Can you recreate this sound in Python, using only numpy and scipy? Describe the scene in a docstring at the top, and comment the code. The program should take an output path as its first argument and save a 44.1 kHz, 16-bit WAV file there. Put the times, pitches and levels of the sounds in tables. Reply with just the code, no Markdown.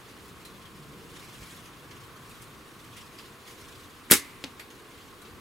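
"""Sleeves rustle over light wind and distant traffic as a slingshot is raised and drawn in a small shelter.
The pouch slips free, the bands hiss and crack against the fork, and shoved air thumps between the walls.
A microphone at the target catches the ball punching into the hanging bag;
the same hit then returns faintly over the field."""
import sys
import numpy as np
from scipy import signal
from scipy.fft import rfft, irfft
from scipy.io import wavfile
from scipy.ndimage import uniform_filter1d, map_coordinates

SR = 44100
rng = np.random.default_rng(int(sys.argv[2]) if len(sys.argv) > 2 else 0)


def unload_wav(signal):
    """Save mono or channel-first audio to the path in sys.argv[1] as 16-bit WAV at rate SR, clipped to [-1, 1]."""
    wavfile.write(
        sys.argv[1],
        SR,
        np.round(np.clip(np.atleast_2d(signal).T, -1, 1) * 32767).astype(np.int16),
    )


N = 238400

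# noise spectra: (frequency [Hz], relative density [dB])
RUMBLE_SPECTRUM = [(20, -32), (35, -8), (60, -1.5), (110, 0.5), (180, -5), (240, -4), (320, -10.5),
                   (600, -53.5)]
WIND_SPECTRUM = [(120, -23), (220, -4), (310, 0.5), (480, -1.5), (560, -13), (800, -22.5), (1500, -46)]
TYRE_SPECTRUM = [(300, -10.5), (600, -9.5), (870, -7.5), (1010, -1.5), (1090, 2.5), (1200, -1.5),
                 (1700, -7.5), (2600, -15.5), (5000, -40)]
GRASS_SPECTRUM = [(500, -0.5), (2000, 2), (3500, 0.5), (6000, -8), (11000, -7), (15500, -9.5)]
RUB_SPECTRUM = [(900, -8), (2000, 1.5), (3300, 3), (4800, -2.5), (7000, -7), (12000, -58)]
FIZZ_SPECTRUM = [(4000, -8), (7500, -0.5), (11500, -1.5), (15500, -9)]
RETURN_SPECTRUM = [(400, -12), (1500, -3.5), (2150, 4), (3000, -4.5), (4600, -8), (6000, -14), (8000, -11),
                   (12000, -11.5), (15500, -22)]
BAG_SPECTRUM = [(60, -4), (260, 15), (500, -5), (800, 1.5), (1200, -9), (3300, 1), (6000, -9.5),
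                (9000, -24), (15500, -30)]
SHELTER_SPECTRUM = [(40, -24), (85, 6.5), (130, -29), (220, 9.5), (480, 1), (620, -16), (880, -11.5),
                    (1050, 1.5), (2100, -0.5), (3000, -3), (5000, -4), (8000, -1), (11500, -0.5),
                    (15500, -5)]
# left-right likeness: (frequency [Hz], coherence [0-1])
AMBIENT_COHERENCE = [(60, 0.82), (290, 0.9), (640, 0.93), (1410, 0.65), (3100, 0.35), (6820, 0.94),
                     (15000, 0.4)]
RUMBLE_COHERENCE = [(40, 0.54), (150, 0.78)]
CRACK_COHERENCE = [(5000, 0.98), (9000, 0.85), (12000, 0.55)]
# wind swells: (centre [s], half length [s], lift [dB])
WIND_GUSTS = [(1.03, 0.25, 4), (1.9, 0.14, 1.5), (3.6, 0.18, 2.7), (5.25, .2, 2)]
# far engine easing off: (time [s], pitch [Hz], relative level [dB])
ENGINE_TRACK = [(0, 178, -57.5), (.8, 163.4, -50), (1.6, 158, -52), (2.0, 124.4, -51.5),
                (2.8, 122.4, -58.5), (5.4, 120.4, -72)]
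# arm movements: (centre [s], half length [s], rub [dB], fizz re rub [dB])
ARM_STROKES = [(0.076, .07, -59.5, -7), (0.272, 0.063, -61.5, 4), (1.22, 0.25, -55, -3.5),
               (1.515, 0.17, -53, -2.5), (1.956, 0.21, -59.5, -4), (2.337, 0.16, -58, -4),
               (3.003, 0.073, -52.5, -6.5), (3.215, 0.088, -53.5, -5.5), (3.495, 0.04, -51.5, -4),
               (3.65, .26, -55.5, -4)]
# cloth and gear: (time [s], relative level [dB], rub re fizz [dB], ring [Hz], ring re fizz [dB])
GEAR_CATCHES = [(0.45, -35, -1.5, 4040, -1), (.652, -47, 4, 3200, 7), (1.655, -44.5, 3, 6460, -2),
                (1.909, -46, 10.5, 2010, 4), (2.292, -39.5, -9, 8440, -8), (2.418, -37, -6, 8750, -6),
                (2.843, -43, -5, 8300, -10), (2.965, -37.5, -9, 2740, -2), (3.186, -42.5, 6, 4800, 1),
                (4.702, -43.5, 5, 6500, -2), (5.216, -40, -6, 3980, -6), (5.249, -50, 10, 2620, 8)]
# bag front and back: (time [s], relative crack [dB], crack [Hz], tear [dB], thud [dB], thud [Hz])
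BAG_HITS = [(4.4406, -17, 3050, -36.5, -23.5, 237), (4.4442, -20.5, 3860, -43, -25, 278)]
# shelter decay: (frequency [Hz], t60 [s])
SHELTER_T60 = [(100, 0.11), (300, 0.13), (800, 0.13), (2000, 0.16), (5000, 0.18), (9000, 0.16),
               (15000, 0.13)]
# wall reflections: (delay [s], gain [dB], left-ear lead [s])
WALL_ECHOES = [(.0046, -5, -.0005), (0.011, -17, .0004), (0.0149, -5, -.0002), (0.0186, -4.5, .0004),
               (.0255, -32, -.0005), (0.0376, -17, .0004)]
# fork and slack bands: (frequency [Hz], level [dB], t60 [s])
FORK_MODES = [(281, -32, 0.32), (402.5, -23, 0.16), (829, -27.5, 0.12), (1420, -30, 0.12),
              (1691, -26, 0.18), (1983, -33, .2), (2030, -38, 0.47), (2130, -36.5, 0.4),
              (2224, -22.5, 0.15), (3700, -24, 0.17), (4860, -23, 0.12), (6130, -31, 0.11),
              (8200, -37, .13)]
# bands and pouch striking: (time [s], level [dB], rise [s], centre [Hz], width [octaves])
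BAND_SLAPS = [(4.1109, -9.5, 0.00047, 2000, 1.5), (4.1118, -3, 0.00082, 11700, 0.25),
              (4.1162, -11, 0.0014, 12400, 0.37), (4.119, -8, 0.00064, 2940, 1.1),
              (4.119, -10, 0.00061, 7400, .2), (4.1358, -15, .0006, 8760, .25)]

RELEASE_S, SNAP_S = 4.1003, 4.1112  # pouch leaves the fingers; bands reach the fork


def amp(db):
    """Decibels to gain."""
    return 10 ** (np.asarray(db) / 20)


def unit(x):
    """Scale to rms 1."""
    return x / np.sqrt(np.mean(x ** 2) + 1e-20)


def along(points, hz):
    """Interpolate (Hz, value) points on a log axis."""
    knots_hz, values = np.transpose(points)
    return np.interp(np.log(hz + 1), np.log(knots_hz + 1), values)


def since(s):
    """Seconds since s per sample, negative before it."""
    return np.arange(N) / SR - s


def add(track, s, sound):
    """Mix a sound into the track at time s."""
    part = track[..., round(s * SR):][..., :sound.shape[-1]]
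    part += sound[..., :part.shape[-1]]


def fade(t, rise_s, t60_s):
    """Rise from t = 0, then exponential decay."""
    t = np.maximum(t, 0)
    return (1 - np.exp(-t / rise_s)) * np.exp(-np.log(1000) * t / t60_s)


def swell(s, half_s):
    """Gaussian envelope around time s."""
    return np.exp(-(since(s) / half_s) ** 2)


def wobble(rate_hz, size=N):
    """Smooth random curve with knots at rate_hz."""
    knots = rng.standard_normal(int(size * rate_hz / SR) + 4)
    return map_coordinates(knots, [np.arange(size) * rate_hz / SR])


def noise(gain, size=N, coherence=AMBIENT_COHERENCE):
    """Stereo noise, rms 1, coloured by gain(hz)."""
    hz = np.fft.rfftfreq(size, 1 / SR)
    angle = np.arccos(along(coherence, hz)) / 2
    white = rfft(rng.standard_normal((2, size)))
    mid, side = irfft(white * gain(hz) * [np.cos(angle), np.sin(angle)], size)
    return unit(np.array([mid + side, mid - side]))


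def rush(spectrum, size=N, coherence=AMBIENT_COHERENCE):
    """Noise shaped by a spectrum table."""
    return noise(lambda hz: amp(along(spectrum, hz)), size, coherence)


def band(centre_hz, width_oct, size=N, coherence=AMBIENT_COHERENCE):
    """Noise in a bell-shaped band."""
    return noise(lambda hz: np.exp(-.5 * (np.log2((hz + 1) / centre_hz) / width_oct) ** 2),
                 size, coherence)


def patchy(x, depth_db):
    """Flickering colour: random gain over frequency and time, rms 1 out."""
    bins = signal.stft(x, nperseg=512)[2]
    field = uniform_filter1d(rng.standard_normal(bins.shape[1:]), size=3, axis=0)
    field = uniform_filter1d(field, size=4, axis=1)
    gain = amp(depth_db * np.tanh(unit(field)))
    return unit(signal.istft(bins * gain, nperseg=512)[1][:, :N])


def outdoors():
    """Wind rumbles, gusts and bumps once; tyres hum on a far road; dry grass hisses."""
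    rumble_db = -56 - 0.5 * since(N / SR / 2) + 1.4 * wobble(7.3)
    rumble = amp(rumble_db) * rush(RUMBLE_SPECTRUM, coherence=RUMBLE_COHERENCE)
    gust_db = sum(db * swell(s, half_s) for s, half_s, db in WIND_GUSTS)
    wind = amp(-56.5 + gust_db + wobble(7)) * rush(WIND_SPECTRUM)
    bump = amp(-42) * fade(since(1.4), rise_s=0.0077, t60_s=0.18) * band(70, width_oct=0.73)
    passing_db = 2 * swell(1.96, half_s=0.38)
    road = amp(-54.5 + passing_db + 0.26 * wobble(6.5)) * rush(TYRE_SPECTRUM)
    grass = amp(-56) * patchy(rush(GRASS_SPECTRUM), depth_db=1.5)
    return rumble + wind + bump + road + grass


def engine():
    """A far engine drones; the air path blurs its note into a narrow rumble."""
    times_s, *columns = np.transpose(ENGINE_TRACK)
    pitch_hz, db = [np.interp(since(0), times_s, column) for column in columns]
    phase = 2 * np.pi * np.cumsum(pitch_hz) / SR
    blur_hz = 85
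    return amp(db - 5.5) * unit(wobble(blur_hz) * np.sin(phase) + wobble(blur_hz) * np.cos(phase))


def sleeves():
    """Cloth grips and slides unevenly with each arm movement, stirring faintly in between."""
    rub_power, fizz_power = amp(-60) ** 2, amp(-65) ** 2
    for s, half_s, db, fizz_db in ARM_STROKES:
        stroke = amp(db) * swell(s, half_s)
        rub_power += stroke ** 2
        fizz_power += (amp(fizz_db) * stroke) ** 2
    rub = np.sqrt(rub_power) * patchy(rush(RUB_SPECTRUM), depth_db=6)
    fizz = np.sqrt(fizz_power) * patchy(rush(FIZZ_SPECTRUM), depth_db=5)
    grip_db = 1.8 * wobble(70) + 1.1 * wobble(20)
    return amp(grip_db) * (rub + fizz)


def catches():
    """Cloth and gear catch and tick; faint creases give way before the release."""
    out, t = np.zeros((2, N)), np.arange(SR // 4) / SR
    envelope = fade(t, rise_s=0.0011, t60_s=0.15)
    for s, db, rub_db, ring_hz, ring_db in GEAR_CATCHES:
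        scrape = rush(FIZZ_SPECTRUM, len(t)) + amp(rub_db) * rush(RUB_SPECTRUM, len(t))
        ring = amp(ring_db) * band(ring_hz, width_oct=0.04, size=len(t))
        add(out, s, amp(db - 11.5) * envelope * (scrape + ring))
    for when, strength in rng.random(size=(12, 2)):
        crease = rush(FIZZ_SPECTRUM, len(t)) + amp(-10) * rush(RUB_SPECTRUM, len(t))
        add(out, when * RELEASE_S, amp(-63 + 6 * strength) * envelope * crease)
    return out


def far_hit():
    """The hit returns over the field and rings briefly in the shelter."""
    out, t = np.zeros((2, N)), np.arange(SR // 4) / SR
    tick = amp(-41) * fade(t, rise_s=0.0003, t60_s=0.03) * band(2100, width_oct=0.1, size=len(t))
    ring = amp(-50.5) * fade(t, rise_s=0.0023, t60_s=0.18) * band(4550, width_oct=0.047, size=len(t))
    attack = amp(-40) * fade(t, rise_s=0.0005, t60_s=0.017)
    tail = amp(-39.5) * fade(t, rise_s=0.003, t60_s=0.14)
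    add(out, 4.595, tick + ring + (attack + tail) * rush(RETURN_SPECTRUM, len(t)))
    return out


def bag():
    """The ball cracks through two taut fabric layers; each tears and thuds, the bag shivers and booms."""
    out, t = np.zeros((2, N)), np.arange(SR // 4) / SR
    lead_s = 0.005  # room for the pulse's leading half
    age_s = t - lead_s
    for s, crack_db, crack_hz, tear_db, thud_db, thud_hz in BAG_HITS:
        u = np.pi * crack_hz * age_s
        crack = amp(crack_db + 2) * (1 - 2 * u * u) * np.exp(-u * u)
        tear = amp(tear_db) * np.exp(-np.abs(age_s) / 0.00091) * rush(FIZZ_SPECTRUM, len(t))
        thud = fade(age_s, rise_s=0.00018, t60_s=0.0077) * np.cos(2 * np.pi * thud_hz * age_s)
        add(out, s - lead_s, crack + tear + amp(thud_db) * thud)
    flap = amp(-29) * fade(t, rise_s=0.00018, t60_s=0.012)
    shiver = amp(-39.5) * fade(t, rise_s=0.002, t60_s=0.21)
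    boom_hz = 275
    boom_phase = 2 * np.pi * boom_hz * t + 0.5 * wobble(60, len(t))
    boom = amp(-46) * fade(t, rise_s=0.0024, t60_s=0.18) * np.cos(boom_phase)
    add(out, BAG_HITS[-1][0], (flap + shiver) * rush(BAG_SPECTRUM, len(t)) + boom)
    return out


def shelter():
    """The crack scatters round the shelter in clumps of reflections; trees answer faintly."""
    out, onset_s = np.zeros((2, N)), 4.1115
    hz, t, bins = signal.stft(rush(SHELTER_SPECTRUM, SR // 2), SR, nperseg=256)
    decay = np.exp(-np.log(1000) * t / along(SHELTER_T60, hz)[:, None])
    add(out, onset_s, signal.istft(bins * decay, SR, nperseg=256)[1])
    build_up = 1 - np.exp(-np.maximum(since(onset_s), 0) / 0.0088)
    clumps = amp(1.2 * wobble(350))
    trees = amp(-42.5) * fade(since(4.16), rise_s=0.03, t60_s=0.84) * rush(RETURN_SPECTRUM)
    return amp(-5.5) * clumps * build_up * out + trees


def fork():
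    """Fork and bands ring on, wavering as the rubber goes slack."""
    out, t = np.zeros((2, N)), np.arange(SR // 2) / SR
    for hz, db, t60_s in FORK_MODES:
        waver = np.array([wobble(45, len(t)), wobble(47.04, len(t))])
        tone = np.sin(2 * np.pi * hz * t + 0.5 * waver)
        add(out, 4.117, amp(db) * fade(t, rise_s=0.0025, t60_s=t60_s) * tone)
    return out


def air_pulse(s, hz):
    """Briefly shoved air: suction, then a push."""
    u = 2 * np.pi * hz * since(s)
    return u * np.exp((1 - u * u) / 2)


def thump():
    """The flying pouch shoves the air; the long wave bounces whole between the walls."""
    s, pitch_hz = 4.1146, 265
    echoes = np.zeros((2, N))
    for delay_s, db, lead_s in WALL_ECHOES:
        echoes[0] += amp(db) * air_pulse(s + delay_s - lead_s / 2, pitch_hz)
        echoes[1] += amp(db) * air_pulse(s + delay_s + lead_s / 2, pitch_hz)
    return amp(-11.5) * (air_pulse(s, pitch_hz) + echoes)


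def release():
    """The pouch flicks from the fingers; the bands hiss louder as they gather speed."""
    t = since(RELEASE_S)
    flick = amp(-21.5) * fade(t, rise_s=0.00095, t60_s=0.02) * band(1600, width_oct=0.54)
    puff = amp(-30) * fade(t, rise_s=0.0012, t60_s=0.028) * band(330, width_oct=0.45)
    in_flight = (t > 0) * (since(SNAP_S) < 0)
    growth_db_per_s = 1900
    whoosh_db = -21.5 + growth_db_per_s * np.minimum(since(SNAP_S), 0)
    whoosh = in_flight * amp(whoosh_db) * band(9000, width_oct=2)
    return flick + puff + whoosh


def cracks():
    """The rubber slaps itself and the fork in very short cracks, then flutters out."""
    out, t = np.zeros((2, N)), np.arange(SR // 20) / SR
    for s, db, rise_s, centre_hz, width_oct in BAND_SLAPS:
        burst = (t / rise_s * np.exp(1 - t / rise_s)) ** 2
        add(out, s, amp(db) * burst * band(centre_hz, width_oct, len(t), CRACK_COHERENCE))
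    flutter = amp(-16 + 2 * wobble(500)) * fade(since(SNAP_S), rise_s=0.0018, t60_s=0.08)
    return out + flutter * band(14000, width_oct=0.9, coherence=CRACK_COHERENCE)


def scene():
    """The shot and its hit over the quiet field."""
    shot = release() + cracks() + thump() + fork() + shelter()
    return outdoors() + engine() + sleeves() + catches() + shot + bag() + far_hit()


def record(dry):
    """Peak clipping, then a steep low-pass."""
    cutoff_hz, edge_hz = 15850, 200
    clipped = np.clip(dry, -1, 1)
    hz = np.fft.rfftfreq(2 * N, 1 / SR)
    low_pass = np.clip((cutoff_hz - hz) / edge_hz + 0.5, 0, 1)
    return irfft(rfft(clipped, 2 * N) * low_pass)[:, :N]


dry = scene()
out = record(dry)
unload_wav(out)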